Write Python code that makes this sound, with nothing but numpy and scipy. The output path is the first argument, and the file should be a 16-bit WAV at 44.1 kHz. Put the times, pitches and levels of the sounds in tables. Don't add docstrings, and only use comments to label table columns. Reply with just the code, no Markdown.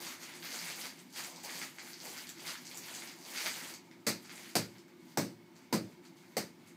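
import sys
import numpy as np
from scipy import signal
from scipy.io import wavfile
from scipy.ndimage import uniform_filter1d

SR = 44100
rng = np.random.default_rng(int(sys.argv[2]) if len(sys.argv) > 2 else 0)


def transcribe(u):
    v = np.clip(np.atleast_2d(u).T, -1, 1)
    q = np.round(v * 32767).astype(np.int16)
    wavfile.write(sys.argv[1], SR, q)


def field_ratio(decibels):
    return 10 ** (np.asarray(decibels, dtype=float) / 20)


N = 298116


def evened(x):
    return x / np.sqrt(np.mean(x ** 2) + 1e-20)


def peaked(x, db):
    return x * field_ratio(db) * np.sqrt(2) / abs(x).max()


def read(points, hz):
    f, value = np.transpose(points)
    return np.interp(np.log(hz + 1), np.log(f + 1), value)


def bumps_db(modes, hz):
    return sum(db / (1 + (2 * (hz - f) / width) ** 2) for f, width, db in modes)


def colour(x, db):
    log_gain = np.log(field_ratio(np.maximum(db, -100)))
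    full = np.concatenate([log_gain, log_gain[-2:0:-1]])
    taps = np.fft.ifft(np.exp(np.conj(signal.hilbert(full)))).real[:2048]
    return signal.oaconvolve(x, taps / np.linalg.norm(taps))[:len(x)]


def band(x, lo_hz, hi_hz):
    edges = [lo_hz, min(hi_hz, SR / 2.1)]
    return signal.sosfilt(signal.butter(2, edges, "bandpass", fs=SR, output="sos"), x)


def add(mix, s, sound):
    part = mix[round(s * SR):][:len(sound)]
    part += sound[:len(part)]


# (f/Hz, relative level/dB)
AIR_SPECTRUM = [(30, -50), (85, -36), (105, -21), (165, -8), (370, -8), (430, -17.5), (700, -17.5),
                (1300, -21.5), (3000, -26), (5000, -28), (8000, -34.5), (11000, -38.5), (15800, -34)]
# (f/Hz, width/Hz, boost/dB)
DUCT_MODES = [(110.3, 8.2, 13.5), (169, 11.5, 12), (251.7, 41, 12), (342.2, 19, 12.5), (882.7, 10, 11),
              (977, 18, 14), (2196, 160, 10)]
AIR_DB = -57.5


def ventilation():
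    frames, hz = N // 512 + 5, np.fft.rfftfreq(2048, 1 / SR)
    real, imag, patches = rng.standard_normal((frames, len(hz), 3)).T
    patches = uniform_filter1d(patches, size=6, axis=0)
    patches = evened(uniform_filter1d(patches, size=5, axis=1))
    spectrum_db = read(AIR_SPECTRUM, hz) + bumps_db(DUCT_MODES, hz)
    z = (real + 1j * imag) * field_ratio(spectrum_db[:, None] + 1.3 * patches)
    hum = signal.istft(z, nperseg=2048, noverlap=1536)[1][:N]
    return field_ratio(AIR_DB) * evened(hum)


# (f/Hz, t60/s)
ROOM_DECAY = [(80, 0.15), (210, 0.46), (560, 0.071), (1470, 0.24), (3880, 0.22), (10200, 0.13)]


def room(x):
    hz, t, z = signal.stft(x, SR, nperseg=256, noverlap=192)
    power = uniform_filter1d(abs(z) ** 2, size=3, axis=0)
    keep = field_ratio(-120 * (t[1] - t[0]) / read(ROOM_DECAY, hz))
    tail = np.array([signal.lfilter([0, 0, 0, 0, 1 - r], [1, -r], row) for r, row in zip(keep, power)])
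    real, imag = rng.standard_normal((len(t), len(hz), 2)).T
    z = np.sqrt(tail) * (real + 1j * imag)
    return np.sqrt(2) * signal.istft(z, SR, nperseg=256, noverlap=192)[1][:N]


# (f/Hz, relative level/dB)
PAPER_SPECTRUM = [(300, -2.5), (600, -14), (1000, -2.5), (1500, -5.5), (3300, -10), (5500, -10.5),
                  (8000, -1.5), (10500, -15), (13000, -18), (15500, -19.5)]
# (f/Hz, width/Hz, boost/dB)
PAPER_MODES = [(2154, 254, 7), (4696, 630, 7), (6290, 1400, 4), (12400, 2200, 2)]


def paper(low, body, crisp):
    drive = band(low, 454, 1097) + band(body, 890, 9575) + band(crisp, 8230, 19160)
    hz = np.fft.rfftfreq(4096, 1 / SR)
    return colour(drive, read(PAPER_SPECTRUM, hz) + bumps_db(PAPER_MODES, hz))


def crackle(count, per_s, spread_db):
    size = field_ratio(spread_db * np.minimum(rng.exponential(1, count), 3.8))
    struck = rng.random(count) < per_s / SR
    return evened(size * rng.standard_normal(count) * struck)


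# (full strength at t/s, hold/s, crackle level/dB, build-up/dB per s, low flap level/dB before its lift)
PULLS = [(0.01, 0.013, -42.5, 207, -52.5), (0.088, 0.022, -42.5, 120, -55),
         (0.221, .005, -44.5, 230, -54.5), (0.28, 0.086, -50, 196, -56.5), (0.437, 0.023, -47.5, 2500, -65),
         (0.45, 0.0085, -43.5, 202, -52), (0.535, 0.028, -40.5, 200, -50), (0.645, 0.023, -42, 67, -47.5),
         (0.684, 0.011, -42.5, 117, -61), (0.812, 0.046, -41, 60, -48), (0.98, .005, -54, 150, -69),
         (1.134, 0.044, -48.5, 2507, -60), (1.163, 0.025, -41, 800, -51.5), (1.24, 0.014, -45, 120, -60),
         (1.278, 0.061, -52, 100, -51), (1.434, 0.027, -43.5, 1500, -47.5), (1.537, .1, -41.5, 98, -50),
         (1.889, 0.015, -47.5, 55, -56), (2.027, .03, -53, 900, -64), (2.05, 0.041, -45.5, 300, -47.5),
         (2.156, 0.046, -43.5, 67, -52.5), (2.29, .02, -53, 120, -66), (2.391, .04, -49.5, 250, -58),
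         (2.463, 0.04, -37.5, 700, -50), (2.673, 0.057, -56.5, 100, -82.5), (2.75, 0.0082, -49.5, 66, -54),
         (2.893, 0.2, -44.5, 59, -51.5), (3.23, 0.021, -69, 400, -56.5), (3.262, .08, -55, 1497.5, -72),
         (3.358, 0.1, -39, 298, -57), (3.461, 0.018, -36.5, 67, -42.5), (3.545, 0.16, -43, 300, -52.5),
         (3.846, .2, -68, 100, -69), (4.236, 0.032, -53.5, 300, -66), (4.33, 0.058, -48.5, 150, -56.5),
         (4.452, 0.048, -51, 98, -60.5), (4.725, 0.058, -62.5, 100, -72), (5.104, 0.0046, -59.5, 101, -78),
         (5.559, .005, -60, 900, -85), (5.627, .01, -67, 500, -85), (5.9, .01, -62.5, 98, -85),
         (6.039, .005, -58, 900, -87), (6.164, .19, -63, 900, -75), (6.677, .01, -60, 134, -76)]
SAG_DB_PER_S, RELEASE_DB_PER_S = 18.5, 211


def effort(t):
    power = np.full((2, len(t)), 1e-9)
    for s, hold, crackle_db, build, flap_db in PULLS:
        since = t - s
        sag_db = SAG_DB_PER_S * np.minimum(since, hold)
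        release_db = RELEASE_DB_PER_S * np.maximum(since - hold, 0)
        shape_db = np.where(since < 0, build * since, -sag_db - release_db)
        power += field_ratio(2 * (shape_db + np.array([[crackle_db], [flap_db]])))
    return 10 * np.log10(power)


CREASE_EDGES = [350, 1200, 2800, 4000, 6500, 9000, 12000, 18000]
CRISP_DB, CRISP_DB_PER_DB = 2, 0.02
FIRM_DB = -45
FLAP_LIFT_DB = 8.5


def handling():
    steps = np.arange(0, N + 64, 64)
    level_db, flap_db = (np.interp(np.arange(N), steps, row) for row in effort(steps / SR))
    crisp_db = CRISP_DB + CRISP_DB_PER_DB * (level_db - FIRM_DB)
    clicks = 0.48 * crackle(N, per_s=1200, spread_db=2.5)
    for lo_hz, hi_hz in zip(CREASE_EDGES, CREASE_EDGES[1:]):
        clumps = uniform_filter1d(rng.standard_normal(N), size=400)
        clumps = evened(uniform_filter1d(clumps, size=300))
        clicks += band(crackle(N, per_s=700, spread_db=3.8) * field_ratio(2.2 * clumps), lo_hz, hi_hz)
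    clicks = evened(clicks)
    low = clicks * field_ratio(flap_db + FLAP_LIFT_DB)
    body = clicks * field_ratio(level_db)
    crisp = clicks * field_ratio(level_db + crisp_db)
    return low, body, crisp


# (t/s, relative level/dB, ring f/Hz)
SNAPS = [(0.0688, -39, 4200), (0.2324, -37.5, 3070), (0.4284, -37, 2160), (0.5506, -35.5, 2280),
         (0.9912, -47, 4760), (1.1268, -46, 7000), (1.2385, -37, 7000), (1.161, -32, 2110),
         (1.3608, -40.5, 4800), (1.7852, -43.5, 4260), (2.0176, -44, 9000), (2.2702, -39.5, 4730),
         (2.2917, -34, 6850), (2.38, -49, 1890), (2.3974, -40.5, 2200), (2.469, -34, 2090),
         (2.6334, -52, 2140), (2.6535, -41, 4600), (2.669, -42.5, 4650), (2.7134, -39, 2180),
         (2.7735, -32.5, 7300), (2.8419, -49, 2190), (2.8834, -37, 2000), (2.9495, -38.5, 5130),
         (3.021, -38.5, 2430), (3.2155, -64, 2300), (3.255, -63, 2000), (3.46, -24.5, 1650),
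         (3.7393, -36.5, 5340), (3.913, -47.5, 2250), (4.25, -50, 4970), (4.295, -39, 1960),
         (4.7832, -51, 4420), (4.8816, -49, 1000), (5.559, -55, 2330), (6.052, -50, 4560),
         (6.3205, -54, 2230)]


def snaps():
    out, t = np.zeros(N), np.arange(1500) / SR
    for s, db, hz in SNAPS:
        decay = field_ratio(-60 * t / 0.011) + 0.17 * field_ratio(-60 * t / 0.14)
        burst = rng.standard_normal(len(t)) * decay
        pitched = band(burst, 0.58 * hz, 2.55 * hz)
        add(out, s, field_ratio(db - 0.5) * (0.89 * pitched + 0.57 * burst))
    return out


# (t/s, crack drive level/dB, bench boom level/dB, pad thump level/dB, landing time constant/ms)
SLAPS = [(4.0660, -14, -40, -32, 5.7), (4.553, -13.5, -35, -29.5, 2.9), (5.1730, -14.5, -33, -27.5, 0.99),
         (5.7257, -18.5, -33.5, -25.5, 3.8), (6.3676, -18.5, -48, -34.5, 2.1)]
# (f/Hz, relative level/dB, t60/s)
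PAD_MODES = [(112.4, -9.5, 0.45), (161, 0, 0.29), (186.5, 3, 0.37), (219.1, 4, 0.3), (274.2, 0, 0.21),
             (328, -2.5, 0.3), (380.7, -13, 0.29), (451, -1, 0.12), (567, -14.5, 0.36)]
SETTLE_MS, SETTLE_PER_LANDING = 1, 1.26
CLAP_DB, CLAP_DB_PER_MS = -23.5, -2.5
CLAP_HZ, CLAP_OCT_PER_DB, CLAP_AT_DB = 735, 0.1, -29


def slaps():
    crack, boom = np.zeros((2, N))
    t = np.arange(SR // 2) / SR
    for s, crack_db, boom_db, thump_db, land_ms in SLAPS:
        settle_ms = SETTLE_MS + SETTLE_PER_LANDING * land_ms
        shape = (1 - np.exp(-1000 * t / land_ms)) * np.exp(-1000 * t / settle_ms)
        rustle = 0.083 * field_ratio(-60 * t / 0.31)
        clicks = crackle(len(t), per_s=15000, spread_db=2.5)
        add(crack, s, field_ratio(crack_db) * clicks * (shape + rustle))

        strength_db = 2.5 * rng.standard_normal(len(PAD_MODES))
        phase = 0.6 * rng.standard_normal(len(PAD_MODES))
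        ring = np.zeros(len(t))
        for (hz, db, t60), more_db, turn in zip(PAD_MODES, strength_db, phase):
            ring += field_ratio(db + more_db - 60 * t / t60) * np.sin(2 * np.pi * hz * t + turn)
        ring *= 1 - np.exp(-t / 0.0009)
        add(boom, s, peaked(band(ring, 97, 171), boom_db))
        add(boom, s, peaked(band(ring, 278, 636), thump_db))

        clap_hz = CLAP_HZ * 2 ** (CLAP_OCT_PER_DB * (thump_db - CLAP_AT_DB))
        breath = band(rng.standard_normal(len(t)), 0.94 * clap_hz, 1.68 * clap_hz)
        puff = shape * (np.sin(2 * np.pi * clap_hz * t) + 1.4 * breath)
        add(boom, s, peaked(puff, CLAP_DB + CLAP_DB_PER_MS * land_ms))
    crack = 0.72 * crack + 0.77 * band(crack, 3820, 7660)
    return crack * field_ratio([[-8.0], [0], [5.0]]), boom


def scene():
    crack, boom = slaps()
    sheet = field_ratio(-2.0) * paper(*(np.array(handling()) + crack))
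    snap = snaps()
    ticks = paper(snap, snap, snap)
    to_room = sheet + 0.96 * ticks + 0.57 * band(boom, 270, 3000)
    mix = sheet + ticks + boom + field_ratio(2.5) * room(to_room) + ventilation()
    return mix[None]


def band_limit(x):
    return signal.sosfilt(signal.butter(12, 16440, fs=SR, output="sos"), x)


def record(dry):
    cut = signal.sosfilt(signal.butter(8, 95.0, "highpass", fs=SR, output="sos"), dry)
    lowpass = signal.firwin(255, 15550, window=("kaiser", 8), fs=SR)
    cut = signal.oaconvolve(cut, lowpass[None], "same")
    return band_limit(cut)


dry = scene()
out = record(dry)
transcribe(out)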